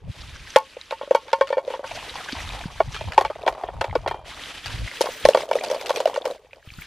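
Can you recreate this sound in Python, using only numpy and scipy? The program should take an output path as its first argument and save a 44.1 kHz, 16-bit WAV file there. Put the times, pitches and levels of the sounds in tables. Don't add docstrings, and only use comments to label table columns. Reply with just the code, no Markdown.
import sys
import numpy as np
from scipy import signal
from scipy.fft import rfft, irfft, next_fast_len
from scipy.io import wavfile

SR = 44100
rng = np.random.default_rng(int(sys.argv[2]) if len(sys.argv) > 2 else 0)


def log_audio(samples):
    frames = np.atleast_2d(samples).T
    limited = np.clip(frames, -1, 1)
    pcm = np.round(limited * 32767).astype(np.int16)
    wavfile.write(sys.argv[1], SR, pcm)


N = 302526


def amp(db):
    return 10 ** (np.asarray(db) / 20)


def rms_one(x):
    return x / np.sqrt(np.mean(x ** 2) + 1e-20)


def in_time(rows):
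    s, *columns = np.transpose(rows)
    return [np.interp(np.arange(N) / SR, s, column) for column in columns]


def at_hz(points, hz):
    point_hz, point_db = np.transpose(points)
    return np.interp(np.log(hz), np.log(np.maximum(point_hz, 1)), point_db)


def add(out, s, sound):
    at = round(s * SR)
    out[..., at:at + sound.shape[-1]] += sound[..., :N - at]


def span(start_s, length_s, from_db, to_db, edge_s):
    t = np.arange(N) / SR - start_s
    on = np.clip(np.minimum(t, length_s - t) / edge_s, 0, 1)
    return on * amp(from_db + (to_db - from_db) * np.clip(t / length_s, 0, 1))


def drift(rate):
    r = np.exp(-80 * np.pi * rate / SR)
    slow = signal.lfilter([1], [1, -2 * r, r * r], rng.standard_normal(N // 40 + 2002))[2000:]
    return np.interp(np.arange(N) / 40, np.arange(len(slow)), rms_one(slow))


def ring(clicks, hz, t60):
    r = amp(-60 / (max(t60, .002) * SR))
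    w = 2 * np.pi * hz / SR
    return signal.lfilter([0, np.sin(w)], [1, -2 * r * np.cos(w), r * r], clicks + 1e-18)


def decaying(hz, t60, rise_s, length_s):
    t = np.arange(int(length_s * SR), dtype=np.float32) / SR
    hz, t60 = np.float32(hz).reshape(-1, 1), np.float32(t60).reshape(-1, 1)
    swell = (1 - np.exp(-t / rise_s)) ** 2
    shape = swell * np.exp(-np.float32(np.log(1000)) * t / t60)
    return shape / shape.max(axis=1, keepdims=True) * np.sin(np.float32(2 * np.pi) * hz * t)


def grains(per_s, spread_db):
    sizes = amp(spread_db * np.minimum(rng.exponential(1, N), 5)) * rng.choice([-1, 1], N)
    return sizes * (rng.random(N) < per_s / SR)


def scraping(per_s, low_hz, top_hz, cycles, patchy_db):
    clicks, dealt = grains(per_s, spread_db=2.0), rng.integers(0, 10, N)
    total = np.zeros(N)
    for k, hz in enumerate(np.geomspace(low_hz, top_hz, 10)):
        patches = amp(patchy_db * drift(23.4))
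        total += hz * patches * ring(clicks * (dealt == k), hz, cycles / hz)
    return rms_one(total)


# pitch_hz, side_db
WIDTH = [(60, -35.5), (200, -27.5), (380, -5), (700, -8.5), (2380, -16.5), (4400, -6.5), (8120, -6.5),
         (15000, 0)]


def coloured(mid, side, spectrum):
    size = next_fast_len(N)
    hz = np.maximum(np.arange(size // 2 + 1) * SR / size, 1)
    colour = amp(at_hz(spectrum, hz))
    mid = irfft(rfft(mid, size) * colour, size)[:N]
    side = irfft(rfft(side, size) * colour * amp(at_hz(WIDTH, hz)), size)[:N]
    return np.array([mid + side, mid - side]) / np.sqrt(np.mean(mid ** 2))


# start_s, thud_db, thud_hz, pot_ring_db (against the thud), crack_db (against the thud)
LANDINGS = [(0.56, 2, 548, -3, -8), (0.767, -25, 510, -14, -21), (0.909, -26, 590, 3, -0.5),
            (0.923, -20, 550, 3, -33), (1.011, -22.5, 555, 0.5, -45), (1.109, -2.5, 535, -13.5, -25.5),
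            (1.148, -6.5, 530, 0.5, -13), (1.281, -42.5, 540, 14, 5), (1.33, -12.5, 525, 6.5, -4),
            (1.41, -9, 533, 4, -15), (1.472, -34, 560, -19, 3.5), (1.503, -14.5, 530, -9, -24),
            (1.526, -16, 545, 3, -15), (1.569, -11.5, 518, -9, -35), (1.579, -12, 557, -4, -24),
            (1.677, -17, 536, -12, -20), (1.702, -22.5, 520, -1, -12), (1.737, -26, 534, 7.5, -13),
            (1.84, -33, 550, 14, -22), (1.911, -26, 676, -1, -24), (1.971, -29, 690, -8, -10),
            (2.155, -27, 833, 2, -2.5), (2.802, -4.5, 650, 0, -50), (2.945, -36, 415, -19, 11),
            (3.009, -23, 625, 0, -9), (3.121, -37.5, 670, 8, 9.5), (3.178, -2, 880, 4.5, -12),
            (3.21, -11, 800, 2, -14.5), (3.249, -20, 1010, 10.5, -5), (3.3, -18, 595, -8, -21),
            (3.357, -27, 640, -11, -32), (3.434, -24, 625, -18, -25), (3.464, -11, 630, -3, -16.5),
            (3.477, -11, 797, 8.5, -8), (3.525, -25.5, 655, -6, -12), (3.577, -30.5, 646, -11, -15),
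            (3.635, -15.5, 704, -3, -27), (3.685, -21, 684, -1.5, -48), (3.811, -14.5, 677, 5.5, -3.5),
            (3.842, -19, 590, 3, -7), (3.953, -10, 584, -1.5, -14.5), (3.96, -10, 468, -39, -45),
            (4.061, -13.5, 804, 0, -36), (4.076, -15.5, 634, -3.5, -5.5), (4.111, -16, 785, -0.5, -17),
            (4.143, -21.5, 830, -2, -22), (4.659, -30, 805, -23, 7), (5.008, -7, 472, -3.5, -15),
            (5.014, -11.5, 536, -33, -3), (5.057, -21.5, 480, 7, -8.5), (5.068, -18, 750, 2, -29),
            (5.087, -20.5, 510, -10, -26), (5.252, 3.5, 580, -6.5, -14), (5.287, 3, 557, -48, -20),
            (5.347, -3, 598, -1.5, -19.5), (5.356, -11, 513, -28, -34), (5.372, -13, 537, 2.5, -14),
            (5.404, -22, 600, 3, -33), (5.489, -23.5, 575, -21, -14), (5.512, -9.5, 590, -0.5, -19),
            (5.531, -17, 630, -28, -11), (5.554, -8, 530, -42, -20.5), (5.637, -28.5, 534, 11, 6),
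            (5.7, -17.5, 520, -3, -9.5), (5.712, -14, 548, -5.5, -10), (5.745, -20, 550, 0.5, -9.5),
            (5.811, -29, 534, 1, -0.5), (5.86, -31, 554, -10, 8), (5.894, -24, 580, 9, 1),
            (5.904, -12, 566, 2, -15.5), (5.96, -22.5, 633, -17, 2.5), (5.971, -17, 466, -5, -28),
            (6.002, -15.5, 550, 2.5, -8.5), (6.056, -4, 636, -31, -18.5), (6.074, -16, 507, -1.5, -14),
            (6.142, -30.5, 533, -18, 1), (6.16, -23, 483, 9.5, -7.5), (6.175, -11.5, 550, -25, -25),
            (6.254, -16, 560, -1.5, -8), (6.267, -16, 503, -37, -26), (6.53, -39.5, 550, -3, -11)]
# pitch_hz, relative level_db, t60_s before ring_time scales it
POT_MODES = [(543.3, -11, 0.11), (890, -7.5, 0.084), (939, -9, 0.066), (1082, -13, 0.11),
             (1125, -17.5, 0.032), (1430, -18, 0.073), (1518, -17, 0.031), (1838, -20, 0.077),
             (2260, -19.5, 0.077), (2830, -28, 0.09), (3310, -24, 0.081), (4510, -29, 0.073)]
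# pitch_hz, relative level_db
CRACK_COLOUR = [(710, -4.5), (1200, -13.5), (3320, 0.5), (5670, -1.5), (7810, -6.5), (12400, -9.5),
                (15500, -53)]
# time_s, ring_time (times the pot's t60),
# thud_t60 (cycles), low_body_db (against the thud), crack_tilt (dB per octave)
POSITIONS = [(.5, 1.32, 5.9, -21.5, -12), (1.9, 0.92, 13, -42, -10.5), (2.7, 0.55, 12.4, -13.5, -10),
             (4.2, 0.6, 6.4, -9, -13.5), (5.0, 0.52, 5.5, -96, -3.5), (6.86, 0.28, 13, -9, -7.5)]
CHATTER_S, CHATTER_LOSS_DB, LOSS_PER_DB = 0.007, 10.5, 0.26


def landings():
    centre, cracks, skids = np.zeros((2, N)), np.zeros((2, N)), np.zeros(N)
    pot_hz, pot_db, pot_t60 = np.transpose(POT_MODES * 2)
    chance = rng.standard_normal((len(LANDINGS), 2, len(pot_hz)))
    shell = rng.random((len(LANDINGS), 4, 96))
    position_s, *position_columns = np.transpose(POSITIONS)
    for landing, (strength, detune), (pitch, size, place, gap) in zip(LANDINGS, chance, shell):
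        s, db, hz, ring_db, crack_db = landing
        ring_time, cycles, low_db, tilt_db = [np.interp(s, position_s, column) for column in position_columns]
        spot = amp(0.42 * (2 * place[0] - 1) * np.array([[1], [-1]]))

        body_hz = np.array([hz, 400])
        body_gain = amp(db + np.array([0, low_db]))
        thud = body_gain @ decaying(body_hz, cycles / body_hz, 0.0053, length_s=0.096)
        add(centre, s, spot * thud)

        struck = amp(db + ring_db - 9 + pot_db + 4 * strength)
        mode_hz = pot_hz * (1 + 0.019 * detune)
        pot = struck @ decaying(mode_hz, pot_t60 * ring_time, 0.0016, length_s=0.15)
        add(centre, s, spot * pot)

        shell_hz = 1200 * 12 ** pitch
        colour_db = at_hz(CRACK_COLOUR, shell_hz) + tilt_db * np.log2(shell_hz / 3000) + 8 * size
        mid = amp(db + crack_db - 13.5 + colour_db) * np.sqrt(shell_hz / 3000)
        side = mid * amp(at_hz(WIDTH, shell_hz) + 4.5) * (2 * place - 1)
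        left_right = np.array([mid + side, mid - side])
        rings = decaying(shell_hz, 0.022 + 22.5 / shell_hz, 0.000095, length_s=0.024)
        gaps = 2 * CHATTER_S * gap[:4]
        loss_db = max(CHATTER_LOSS_DB + LOSS_PER_DB * db, 0)
        for k, late in enumerate(np.cumsum(gaps) - gaps[0]):
            add(cracks, s + late, amp(-loss_db * k) * left_right[:, k::4] @ rings[k::4])
        skids[round(s * SR)] += amp(db + crack_db - 24.5)
    dying = signal.lfilter([1], [1, -amp(-60 / (.12 * SR))], skids)
    skidding = coloured(rms_one(grains(1200, spread_db=5)), rng.standard_normal(N), CRACK_COLOUR)
    return centre, cracks + dying * skidding


# pitch_hz, relative level_db
SNAP_COLOUR = [(1500, -4.5), (3000, 3), (7000, -2), (12000, -7), (16000, -32)]
SNAP_DB, SNAP_TUMBLE_DB = -45.5, -12
SNAP_T60_S, SNAP_RISE_S = 0.0054, 0.0017
SNAP_TILT_OCTAVES = 0.81


def snaps(tumble):
    kicks = amp(SNAP_TUMBLE_DB) * np.abs(tumble)
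    for s, db, _, _, crack_db in LANDINGS:
        kicks[round(s * SR)] += amp(db + crack_db + SNAP_DB)
    rise, fall = np.exp(-1 / (SNAP_RISE_S * SR)), amp(-60 / (SNAP_T60_S * SR))
    shape = signal.lfilter([1 - rise], np.convolve([1, -rise], [1, -fall]), kicks)
    tilt = amp(SNAP_TILT_OCTAVES * in_time(POSITIONS)[-1])
    left, right = shape * tilt * coloured(*rng.standard_normal((2, N)), SNAP_COLOUR)
    return np.array([left, np.roll(right, 1)])


# pitch_hz, relative level_db, t60_s
RIM_MODES = [(2400, 2, 0.4), (3160, 2.5, 0.4), (4190, -1.5, 0.19)]
# start_s, level_db
RIM_HITS = [(2.948, -43), (4.077, -46.5)]


def rim():
    out, (hz, db, t60) = np.zeros(N), np.transpose(RIM_MODES)
    for s, hit_db in RIM_HITS:
        add(out, s, amp(hit_db + db) @ decaying(hz, t60, 0.0044, length_s=0.26))
    return out


# start_s, level_db, pitch_hz
CLEAR_TICKS = [(0.813, -27, 3950), (3.353, -37, 2030), (3.4187, -34, 2570), (3.897, -36, 2160),
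               (3.9107, -28, 2090), (4.914, -26, 2060), (5.3349, -21.5, 2850), (5.4104, -27, 5000),
               (5.42, -27, 2100), (5.536, -23.5, 2270), (5.5873, -24, 1950), (5.6108, -23.5, 2400),
               (6.2195, -28.5, 3550), (6.31, -33, 4020), (6.38, -49, 2100), (6.5093, -46, 2240),
               (6.5318, -30, 2480), (6.627, -43.5, 1685), (6.703, -32.5, 2400), (6.738, -35, 4500),
               (6.788, -34, 1430), (6.8202, -27.5, 2260)]
TICK_CYCLES, TICK_OVERTONE_DB = 27, -16


def ticks():
    out = np.zeros(N)
    for (s, db, hz), scatter in zip(CLEAR_TICKS, rng.random((len(CLEAR_TICKS), 6))):
        partial_hz = hz * np.append(1, .55 * 3.4 ** scatter)
        gains = amp(db + np.append(0, np.full(6, TICK_OVERTONE_DB)))
        add(out, s, gains @ decaying(partial_hz, TICK_CYCLES / hz, 0.00033, length_s=.03))
    return out


# time_s, level_db
TUMBLE_COURSE = [(0.0, -67), (.8, -76), (1.6, -60.5), (1.77, -53), (1.9, -59.5), (2.64, -52.5),
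                 (2.7, -62.5), (3.3, -50.5), (3.58, -50.5), (3.61, -57), (4.25, -59), (4.6, -67),
                 (5.2, -64), (5.4, -55.5), (5.49, -55), (5.65, -47), (6.3, -53), (6.4, -70.5), (6.6, -70),
                 (6.86, -103.5)]
STIR_DB, STIR_T60_S = -40.5, 0.12


def stirred():
    tumble_db, = in_time(TUMBLE_COURSE)
    kicks = np.zeros(N)
    for s, db, *_ in LANDINGS:
        kicks[round(s * SR)] += amp(db + STIR_DB)
    return amp(tumble_db) + signal.lfilter([1], [1, -amp(-60 / (STIR_T60_S * SR))], kicks + 1e-18)


# time_s, pitch_hz
FAVOURED_PITCH = [(0, 605), (1.8, 560), (1.9, 730), (2.6, 960), (4.2, 780), (5.0, 600)]
# start_s, level_db
CLEAR_KNOCKS = [(1.033, -22), (1.076, -25), (1.775, -33), (1.794, -19), (3.051, -38), (3.551, -31),
                (3.881, -26), (3.928, -20.5), (5.041, -17), (5.325, -47), (5.392, -26), (5.422, -24),
                (5.434, -17.5), (5.655, -35), (5.687, -29), (5.727, -15), (5.737, -23), (5.762, -17.5),
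                (6.36, -33)]
TUMBLE_FALL_DB = 19


def tumbling(clicks):
    pitches, dealt = np.geomspace(420, 1250, 12), rng.integers(0, 12, N)
    favoured_hz, = in_time(FAVOURED_PITCH)
    clear = np.zeros(N)
    for s, db in CLEAR_KNOCKS:
        at = round(s * SR)
        clear[at] = amp(db)
        dealt[at] = np.argmin(np.abs(pitches - favoured_hz[at]))
    clicks = clicks + clear
    rings = np.zeros(N)
    for k, hz in enumerate(pitches):
        favour = amp(-TUMBLE_FALL_DB * np.log2(hz / favoured_hz) ** 2)
        rings += ring(clicks * (dealt == k) * favour, hz, 24.5 / hz)
    pot = amp(-11.5) * sum(amp(db) * ring(clicks, hz, 0.28 * t60) for hz, db, t60 in POT_MODES[1:])
    soft = signal.lfilter([.2], [1, -.8], rings) + signal.lfilter([.4], [1, -.6], pot)
    return signal.sosfilt(signal.butter(2, 380, "high", fs=SR, output="sos"), soft)


def ticking(rustle_db, stir):
    level = amp(rustle_db - 20.0) + amp(-1.5) * stir
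    clicks = level * rms_one(grains(400, spread_db=6.0))
    pitches, dealt = np.geomspace(1000, 4600, 8), rng.integers(0, 8, N)
    rings = sum(ring(clicks * (dealt == k), hz, 26.0 / hz) for k, hz in enumerate(pitches))
    return rms_one(rings) * np.std(clicks)


# start_s, length_s, first_db, last_db
SWELLS = [(0.079, 0.52, -49, -39.5), (0.577, 1, -51, -53), (1.649, 0.19, -44, -54),
          (1.833, 0.86, -38.5, -39.5), (2.671, 0.99, -42.5, -80), (2.888, 0.45, -41, -62),
          (3.237, 0.83, -67.5, -56), (4.242, 1.132, -39, -39), (5.372, 0.14, -24, -67.5),
          (5.517, 0.34, -43.5, -44.5), (5.87, 0.31, -43, -52.5), (6.143, 0.24, -68, -47.5),
          (6.617, 0.25, -61.5, -38)]
SWELL_EDGE_S, STILL_DB = 0.047, -63.5


def rustle_level():
    return 20 * np.log10(amp(STILL_DB) + sum(span(*swell, SWELL_EDGE_S) for swell in SWELLS))


# pitch_hz, relative level_db
RUSTLE_COLOUR = [(180, -6), (300, -2), (500, -11.5), (849, -8), (1750, -2), (3230, -0.5), (5130, -9),
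                 (11000, -18.5), (13800, -30.5), (15500, -101.5)]


def rustle(level_db):
    rough = scraping(5000 * amp(2.0 * drift(35)), 833, 5970, cycles=16.6, patchy_db=6.5)
    noise = rng.standard_normal((2, N))
    flutter = amp(0.84 * drift(30) + 1.5 * drift(9.5))
    return amp(level_db) * flutter * coloured(rough + 1.58 * noise[0], 1.6 * noise[1], RUSTLE_COLOUR)


GRIT_FROM_S, GRIT_EDGE_S, GRIT_DB = 4.9, 0.046, -8


def grit(rustle_db):
    fade_in = np.clip((np.arange(N) / SR - GRIT_FROM_S) / GRIT_EDGE_S, 0, 1)
    rain = fade_in * amp(rustle_db + GRIT_DB)
    patter = rain * scraping(6000, 6700, 14500, cycles=14.0, patchy_db=6.0)
    return np.array([patter, np.roll(patter, 2)])


# start_s, level_db, pitch_hz
BUMPS = [(2.329, -23, 268), (2.656, -20, 167), (6.674, -32, 103), (6.72, -37, 89), (6.785, -29, 128)]


def thumps():
    out = np.zeros(N)
    for s, db, hz in BUMPS:
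        add(out, s, amp(db) * decaying(hz, 0.035, 0.00069, length_s=.1)[0])
    return out


# start_s,
# length_s, first_db, last_db
LOW_NOISE = [(0.003, 0.12, -47, -23.5), (0.16, 0.36, -41, -54), (1.87, 0.36, -51, -58),
             (2.32, 0.77, -40.5, -51), (2.812, 0.1, -42, -29), (2.91, 0.2, -57, -19.5),
             (3.11, 0.48, -46, -56), (3.621, 0.21, -56, -30), (3.864, 0.302, -35, -39.5),
             (4.162, 0.73, -50, -64), (4.634, 0.25, -41, -27.5), (5.241, 0.052, -16, -38),
             (6.67, 0.16, -64, -41)]
# pitch_hz, relative level_db
LOW_NOISE_COLOUR = [(12, -42), (20, -7), (48, 6.5), (137, -3), (206, -16), (300, -26), (660, -120)]
LUMPS_DB, LOW_SIDE_DB = 2.5, 22
CALM_DB, LOW_EDGE_S = -63.5, 0.03


def low_noise():
    level = amp(CALM_DB) + sum(span(*burst, LOW_EDGE_S) for burst in LOW_NOISE)
    lumps = amp(LUMPS_DB * drift(23.0))
    mid, side = rng.standard_normal((2, N))
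    return level * lumps * coloured(mid, amp(LOW_SIDE_DB) * side, LOW_NOISE_COLOUR)


def scene():
    rustle_db = rustle_level()
    stir = stirred()
    tumble = stir * rms_one(grains(240 * amp(4 * drift(15)), spread_db=3))
    knocks, cracks = landings()
    knocks = signal.sosfilt(signal.butter(2, 300, "high", fs=SR, output="sos"), knocks)
    centre = knocks + thumps() + rim() + ticks() + ticking(rustle_db, stir) + tumbling(tumble)
    leaning = centre * amp([[.15], [-.15]])
    return leaning + cracks + snaps(tumble) + rustle(rustle_db) + grit(rustle_db) + low_noise()


CUTOFF_HZ = 16100


def record(dry):
    flat = dry / (1 + np.abs(dry) ** 6) ** (1 / 6)
    return signal.sosfilt(signal.cheby2(12, 70, CUTOFF_HZ, fs=SR, output="sos"), flat)


dry = scene()
out = record(dry)
log_audio(out)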